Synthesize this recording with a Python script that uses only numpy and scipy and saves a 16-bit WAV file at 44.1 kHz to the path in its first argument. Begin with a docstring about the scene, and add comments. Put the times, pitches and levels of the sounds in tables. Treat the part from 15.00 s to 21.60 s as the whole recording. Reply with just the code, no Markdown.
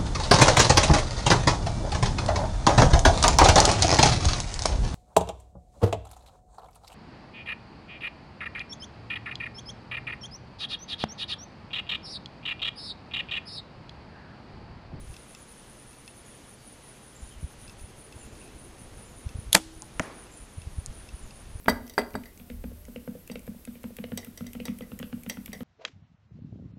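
"""An archer shoots a compound bow close by, over a summer meadow.
The release clicks, the string slaps home and hums, and the arrow thumps into a foam target that the trees echo.
Struck parts are pulses and dying sines; scrape, rattle, echo and air are shaped noise.
Katydids rasp (pulsing noise), far birds chip (falling tones), a distant roar swells once,
and soft low bumps reach the microphone."""
import sys
import numpy as np
from scipy import signal
from scipy.fft import rfft, irfft
from scipy.io import wavfile
from scipy.ndimage import uniform_filter1d

SR = 44100
rng = np.random.default_rng(int(sys.argv[2]) if len(sys.argv) > 2 else 0)


def master_out(mix):
    """Clip the mix to full scale and print it as 16-bit PCM to the path in sys.argv[1]."""
    frames = np.transpose(np.atleast_2d(mix))
    ceiling = np.clip(frames, -1, 1)
    pcm = np.round(ceiling * 32767).astype(np.int16)
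    wavfile.write(sys.argv[1], SR, pcm)


N = 291060
TIME = np.arange(N) / SR


def amp(db):
    """Turns decibels into a gain."""
    return 10 ** (np.asarray(db) / 20)


def unit(x):
    """Scales a signal to an rms of 1."""
    return x / np.sqrt(np.mean(x ** 2) + 1e-20)


def read(points, hz):
    """Reads a table of (Hz, value) along a log-frequency axis."""
    f, value = np.transpose(points)
    return np.interp(np.log(hz + 1), np.log(f + 1), value)


def add(mix, s, sound):
    """Mixes a sound in at time s."""
    part = mix[max(round(s * SR), 0):][:len(sound)]
    part += sound[:len(part)]


def noise(colour):
    """Steady noise of rms 1; the colour lists (Hz, relative dB)."""
    spectrum = rfft(rng.standard_normal(N))
    gain = amp(read(colour, np.fft.rfftfreq(N, 1 / SR)))
    return unit(irfft(spectrum * gain, N))


def click(colour, size=2048):
    """The tightest pulse of this colour that starts at once and never before (minimum phase), peak 1."""
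    log_gain = np.log(amp(read(colour, abs(np.fft.fftfreq(size, 1 / SR)))))
    pulse = np.fft.ifft(np.exp(np.conj(signal.hilbert(log_gain)))).real[:size // 2]
    return pulse / abs(pulse).max()


def ring(modes, rise=.0001):
    """Dying sines of a struck object; a mode may start late, and a softer blow builds it up more slowly."""
    out = np.zeros(SR)
    for hz, db, t60, *delay in modes:
        t = np.maximum(TIME[:SR] - sum(delay), 0)
        build_up = 1 - np.exp(-(t / rise) ** 2)
        out += amp(db - 60 * t / t60) * np.sin(2 * np.pi * hz * t) * build_up
    return out


def contact(decay, grit):
    """One hard touch followed by a brief scatter of micro-impacts, which carry mostly treble."""
    scatter = np.diff(rng.standard_normal(SR // 20 + 1))
    force = grit * scatter * np.exp(-TIME[:SR // 20] / decay)
    force[0] += 1
    return force / np.linalg.norm(force)


def swell(s, rise, fall):
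    """An envelope that grows to 1 at time s and dies away."""
    return np.exp(-np.maximum((s - TIME) / rise, (TIME - s) / fall))


def strike(rows, body):
    """Plays a body's sound at each (start in seconds, level in dB)."""
    out = np.zeros(N)
    for s, db in rows:
        add(out, s, amp(db) * body)
    return out


def air():
    """Distant wash of leaves and country, drifting slowly in level, and one far swell of low roar."""
    # Colour of the meadow air. Each row: frequency in Hz, relative level in dB.
    air_colour = [(18, -31), (30, -1), (102, -4.5), (130, 0.5), (161, -6), (213, -2.5), (283, -6.5),
                  (476, -9), (1590, -16.5), (2670, -18.5), (3380, -20), (6550, -25), (8500, -26),
                  (11000, -52), (18700, -120)]
    # Colour of the distant roar. Each row: frequency in Hz, relative level in dB.
    roar_colour = [(60, -25), (190, -1), (400, 0), (600, -8), (1000, -17), (2500, -40)]
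    air_db, roar_db = -51.5, -56
    roar_at_s, roar_width_s = 3.55, .65
    drift_db = .5 * noise([(2, 0), (10, -23), (60, -100)])
    wash = amp(air_db + drift_db) * noise(air_colour)
    roar_shape = np.exp(-((TIME - roar_at_s) / roar_width_s) ** 2 / 2)
    return wash + amp(roar_db) * noise(roar_colour) * roar_shape


def bird(smear_hz=230):
    """Thin chips that all fall in pitch at the same rate, smeared and prolonged by the woods."""
    # Far bird chips. Each row: start in seconds, starting pitch in Hz, level in dB before shaping.
    chips = [(.33, 7350, -57), (1.24, 6950, -59.5), (1.57, 4760, -58), (2.15, 7380, -51.5),
             (2.3, 3180, -56), (3.18, 7340, -51.5), (3.21, 2780, -56.5), (3.405, 2750, -54.5),
             (4.045, 7280, -55.5), (5.31, 7450, -54), (6.22, 7180, -57.5)]
    fall_hz_per_s, rise_s, decay_s = 4800, .0075, .06
    woods_t60_s, woods_db = .8, -2
    out, t = np.zeros(N), TIME[:SR // 3]
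    blur = noise([(smear_hz / 2, 0), (smear_hz, -6), (500, -25), (2000, -80)])
    envelope = (1 - np.exp(-t / rise_s)) * np.exp(-t / decay_s)
    for s, hz, db in chips:
        tone = np.sin(2 * np.pi * np.cumsum(hz - fall_hz_per_s * t) / SR)
        add(out, s, amp(db) * tone * envelope)
    woods = rng.standard_normal(SR) * amp(-60 * TIME[:SR] / woods_t60_s)
    tail = signal.fftconvolve(out, woods / np.linalg.norm(woods))[:N]
    return out * blur + amp(woods_db) * tail


def lisp_level(count=24):
    """Rounded lisps follow the beat of each bout, each a little off in time and strength."""
    # The nearest katydid sings quick short lisps, then long ones, then slightly slower still.
    # Each row: first lisp in seconds, end in seconds, period in seconds, lisp length in seconds, level in dB.
    bouts = [(.02, 1.22, .0975, .076, -57.2), (1.315, 3.3, .1898, .118, -55.7),
             (3.422, 6.7, .1974, .12, -55.8)]
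    spread_db, jitter_s = .7, .002
    level = np.zeros(N)
    for start, end, period, length, db in bouts:
        late, louder = rng.standard_normal((count, 2)).T
        beats = start + period * np.arange(count)
        starts = (beats + jitter_s * late)[beats < end]
        for s, lisp_db in zip(starts, db + spread_db * louder):
            level += amp(lisp_db) * np.exp(-(2 * abs(TIME - s) / length) ** 3)
    return level


def katydids(stroke_hz=118, depth=0.45, uneven_db=1.6):
    """Each lisp is a run of uneven wing strokes on a narrow, very high resonance; others blur into a chorus."""
    # Colour of the far insects. Each row: frequency in Hz, relative level in dB.
    chorus_colour = [(3000, -40), (5700, -17), (6450, -1.5), (7600, -24), (8800, -9.5), (9600, 1),
                     (10200, -1), (10700, -12), (11300, -7), (11800, -16), (12050, -10), (12500, -18),
                     (13600, -16), (15500, -21)]
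    pace = 1 + 0.0401 * noise([(5, 0), (40, -60), (200, -120)])
    turns = np.cumsum(stroke_hz * pace) / SR
    strokes = 1 + depth * np.cos(2 * np.pi * turns)
    strokes *= amp(uneven_db * noise([(3, -14), (15, 2), (60, -8), (300, -70)]))
    wing = noise([(6000, -55), (8700, -29), (9250, -9.5), (9650, -1), (9950, -8.5), (10500, -28), (13000, -57)])
    throb_db = 1.8 * noise([(1, -25), (5, -3), (11, 3), (16, -19), (80, -100)])
    chorus = amp(-62.0 + throb_db) * noise(chorus_colour)
    return lisp_level() * wing * strokes + chorus


def bumps(lump_db=4.5, rumble_db=-3.5):
    """Soft pressure pushes of about one cycle, over a lumpy rumble that plays the weaker ones."""
    # The strongest low bumps. Each row: middle in seconds, level in dB before shaping, pitch in Hz.
    pushes = [(.03, -34, 90), (2.233, -29, 58), (2.432, -27, 130), (2.446, -20, 65), (3.168, -32, 72),
              (4.268, -19.5, 65), (4.357, -22, 80), (4.391, -22, 85), (4.473, -28, 50), (5.585, -22.5, 80),
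              (5.675, -23, 70), (5.787, -17.5, 70), (6.145, -25.5, 55), (6.558, -25, 75)]
    # The rumble settles, returns during the aim and grows as the bow comes down.
    # Each row: time in seconds, level in dB before rumble_db and the lumps are added.
    rumble_path = [(0, -42), (.35, -63), (2.1, -65), (2.3, -50.5), (3.3, -49), (3.8, -48), (4.4, -47),
                   (4.8, -48), (5.2, -56), (5.8, -42), (6.3, -49), (6.6, -37)]
    bump_cycles = .34  # a bump grows and dies by a factor e within this share of a cycle
    level_db = np.interp(TIME, *np.transpose(rumble_path)) + rumble_db
    level_db += lump_db * noise([(2, -7), (10, -1), (18, -10), (70, -90)])
    out = amp(level_db) * noise([(8, -10.5), (25, 0.5), (65, -1.5), (110, -7), (200, -19.5), (600, -51), (3000, -90)])
    t = TIME[:SR // 5] - .1  # time from the middle of a bump
    for s, db, hz in pushes:
        add(out, s + t[0], amp(db) * np.sin(2 * np.pi * hz * t) * np.exp(-abs(hz * t) / bump_cycles))
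    return out


def small_clicks():
    """Dry snaps, and faint ticks that each have their own grain before they ring; fainter ones fall at random."""
    # Small sharp snaps of the gear after the shot. Each row: start in seconds, level in dB.
    snaps = [(4.8213, -20), (5.8614, -16.5), (5.8671, -32), (5.9278, -38)]
    # Colour of one snap. Each row: frequency in Hz, relative level in dB.
    snap_colour = [(200, -22), (1000, -11.5), (2000, -20), (4000, -8), (6500, -3), (8500, 1.5),
                   (10500, -10), (14000, -32)]
    # Faint ringing ticks close by. Each row: start in seconds, level in dB added to the ring and the grain.
    set_ticks = [(.141, -4.5), (.166, -1.5), (.349, 0), (1.078, 2), (2.679, -3), (2.696, -2.5),
                 (2.795, -5.5), (3.125, -2.5), (4.291, -3), (5.618, -5), (6.089, -0.5), (6.308, -3)]
    # The ring of one tick. Each row: pitch in Hz, level in dB, time to fall by 60 dB in seconds.
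    tick_modes = [(2660, -44.5, 0.048), (3540, -42.5, .012), (4250, -45, .008), (5080, -40.5, 0.011),
                  (7900, -46, .005), (10400, -45, .005)]
    stray_per_s, stray_db = .8, -11
    slots = np.arange(0, N / SR, .1)
    slot_s = slots[1]
    chance = rng.random((len(slots), 2))
    strays = [(s + slot_s * late, stray_db) for s, (draw, late) in zip(slots, chance)
              if draw < stray_per_s * slot_s]
    ticks = set_ticks + strays
    out = strike(snaps, signal.fftconvolve(contact(0.00063, grit=0.22), click(snap_colour)))
    out += strike(ticks, ring(tick_modes))
    out += strike([(4.8213, -46.5)], ring([(855, -0.5, 0.12), (1020, -1, 0.07)]))  # the first snap knocks dully too
    grain = noise([(1000, -20), (2700, -3), (4000, -4), (5350, 1), (6500, -7), (10000, -5), (14000, -20)])
    grain_level = sum(amp(db) * swell(s, .0004, .003) for s, db in ticks)
    return out + amp(-48) * grain * grain_level


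def tree_echo(s, clump_db=1.3):
    """Leaves and trunks return a tail in uneven clumps; its treble dies sooner."""
    # Colour of the tree line's echo. Each row: frequency in Hz, relative level in dB.
    echo_colour = [(60, -14), (160, 0), (320, 4.5), (700, -1), (1800, -4), (3200, -14), (6500, -12),
                   (10000, -24), (15000, -45)]
    # How long the echo lasts. Each row: frequency in Hz, time to fall by 60 dB in seconds.
    echo_t60 = [(150, 0.82), (700, 1.02), (2000, 0.69), (7000, 0.29)]
    hz, t, z = signal.stft(noise(echo_colour), SR, nperseg=256)
    # smooth random levels over neighbouring frequencies, then over time
    clumps = uniform_filter1d(rng.standard_normal(z.shape), 5, 0)
    clumps = unit(uniform_filter1d(clumps, 4, 1))
    z = z * amp(clump_db * clumps)
    z = z * amp(-60 * np.maximum(t - s, 0) / read(echo_t60, hz)[:, None])
    fade_in = np.clip((TIME - s - .006) / 0.02, 0, 1)
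    return signal.istft(z, SR, nperseg=256)[1][:N] * fade_in


def target(s=4.9964):
    """The point cracks through the skin, then the foam booms as it brakes the shaft; the trees answer."""
    # The foam body and the arrow shaft. Each row: pitch in Hz, level in dB,
    # time to fall by 60 dB in seconds, delay in seconds as the arrow drives in.
    foam_modes = [(110, -31.5, .06, .004), (185, -26.5, 0.077, .0035), (251, -26.5, .055, 0.0044),
                  (405, -21, 0.015, 0.0021), (540, -21, 0.023, .004), (635, -19.5, .02, 0.00897),
                  (950, -25, .015, .002), (1450, -22, 0.026, 0.00043), (1890, -21.5, 0.027, 0.00048),
                  (2380, -24, 0.014, 0.00041), (3100, -29, 0.016, 0.00037)]
    # Colour of the crack. Each row: frequency in Hz, relative level in dB.
    crack_colour = [(100, 0), (700, -8), (1700, 9), (3000, -5.5), (4500, -18), (6400, -5.5), (9000, -17.5),
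                    (14000, -36)]
    crack = -signal.fftconvolve(contact(0.0029, grit=.05), click(crack_colour))
    boom = ring(foam_modes, rise=0.00016)
    return strike([(s, -7)], crack) + strike([(s, 0)], boom) + amp(-38.5) * tree_echo(s)


def release():
    """The jaw's steel rings; the arrow scrapes faintly over the rest, fades, then hisses loudly at the slap."""
    # The release jaw opens and rebounds. Each row: start in seconds, level in dB added to the steel's levels.
    jaw_hits = [(4.5238, -33), (4.5288, -20), (4.5297, 2), (4.5306, -16), (4.5358, -17)]
    # The jaw's steel parts. Each row: pitch in Hz, level in dB, time to fall by 60 dB in seconds.
    jaw_modes = [(3500, -9, 0.0095), (3780, -12, 0.011), (4240, -19, .005), (6800, -10.5, .006),
                 (7300, -14, .005), (9060, -8, .005), (10400, -10, .004), (10870, -0.5, .0045),
                 (12100, -10, 0.0048)]
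    scrape = noise([(100, -1), (600, -1), (1500, -3), (2400, -5), (3500, 1), (6000, 0), (11000, -3), (15000, -18)])
    slide = amp(-26) * swell(4.53, .002, 0.0062) + amp(-8) * swell(4.5495, 0.0018, 0.0024)
    return strike(jaw_hits, ring(jaw_modes, rise=0.00026)) + scrape * slide


def bow(count=6):
    """The string slaps home and the limbs rebound; the frame rings and rattles, the string hums on."""
    # The string slaps home and cams and limbs hit their stops; the last row is a stronger rebound of the limbs.
    # # Each row: start in seconds, level in dB.
    hits = [(4.5491, 0.5), (4.5503, 9.5), (4.5515, 12.5), (4.5521, 8.5), (4.5699, -10)]
    # Colour of one blow. Each row: frequency in Hz, relative level in dB.
    slap_colour = [(60, -28), (200, -7.5), (450, -7), (800, -3.5), (1200, -7.5), (2000, 6), (3200, -6),
                   (5000, -4.5), (8000, -6), (12500, -19), (15000, -35)]
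    # Riser, limbs and cables. Each row: pitch in Hz, level in dB, time to fall by 60 dB in seconds.
    frame_modes = [(195, -17.5, 0.09), (253, -34, 0.24), (325, -23, .1), (567, -28, 0.055),
                   (688, -5.5, 0.026), (888, -4, 0.025), (830, -37, .2), (1160, -34, .1), (1367, -32, .12),
                   (1660, -16, 0.014), (2126, -40, .14), (2455, 0.5, 0.015), (2760, -6, 0.015),
                   (3424, -30, 0.14), (3710, -5.5, .014), (4430, -4, .012), (5220, -11, .012),
                   (6430, -16, 0.011), (6514, -49.5, .16), (7400, -12, .012), (8032, -42, .18),
                   (9636, -53, .15), (11400, -46, .08)]
    # Colour of the rattle. Each row: frequency in Hz, relative level in dB.
    rattle_colour = [(60, -6), (200, -6), (420, -0.5), (800, 2.5), (1300, -5), (3000, -9), (5000, -15),
                     (8000, -10), (11000, -14), (15000, -32)]
    blow_decay_s = .00058
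    # the limbs rebound at a steady pace, weaker each time
    rebound_at_s, rebound_every_s, rebound_decay_s = 4.555, .0074, .001
    rebound_db, rebound_loss_db = -6.5, 5
    blows = [(s, db, blow_decay_s) for s, db in hits]
    for k in range(count):
        blows.append((rebound_at_s + k * rebound_every_s, rebound_db - k * rebound_loss_db, rebound_decay_s))
    slap, pulse = np.zeros(N), click(slap_colour)
    for s, db, decay in blows:
        add(slap, s, amp(db) * signal.fftconvolve(contact(decay, grit=0.29), pulse))
    frame = strike([(4.5492, 0)], ring(frame_modes, rise=0.0009))
    # two strands, a little apart in pitch, beat as they die
    string = strike([(4.552, -37.5)], ring([(322, 0.22, 0.92), (303, -2, .22)]))
    after = np.clip((TIME - 4.551) / .004, 0, 1)  # silent until the slap, then fades in
    rattle = amp(-20.3) * noise(rattle_colour) * swell(4.564, .03, .013) * after
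    rattle *= amp(2.5 * noise([(30, -10), (200, 0), (700, -10), (3000, -70)]) - .7)  # loose parts chatter in clumps
    # the crack scatters back from grass and nearby bushes
    scatter = noise([(100, -11), (1000, -3), (3500, 6), (8000, 2), (11000, -8), (15000, -19)])
    scatter *= amp(-45.0) * swell(4.6, .02, 0.077) * after
    return slap + frame + string + rattle + scatter


def scene():
    """Adds all sources at the one microphone."""
    background = air() + bird() + katydids() + bumps() + small_clicks()
    return (background + target() + release() + bow())[None]


def record(dry, threshold_db=-20, recover_db=45, share=0.47):
    """The shot overloads the input and ducks the gain for a moment; then the treble is cut off."""
    edge_hz = 15200
    clipped = np.clip(dry[0], -1, 1)
    power = signal.lfilter([1 / 400], [1, 1 / 400 - 1], clipped ** 2)
    power_db = 10 * np.log10(power + 1e-12)
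    # hold each peak of the level and let it sink by recover_db per second
    fall = recover_db * TIME
    held_db = np.maximum.accumulate(power_db + fall) - fall
    over_db = np.maximum(held_db - threshold_db, 0)
    duck_db = signal.lfilter([1 / 800], [1, 1 / 800 - 1], share * over_db)
    low_pass = signal.firwin(255, edge_hz, window=("kaiser", 8), fs=SR)
    return signal.fftconvolve(clipped / amp(duck_db), low_pass, "same")[None]


dry = scene()
out = record(dry)
master_out(out)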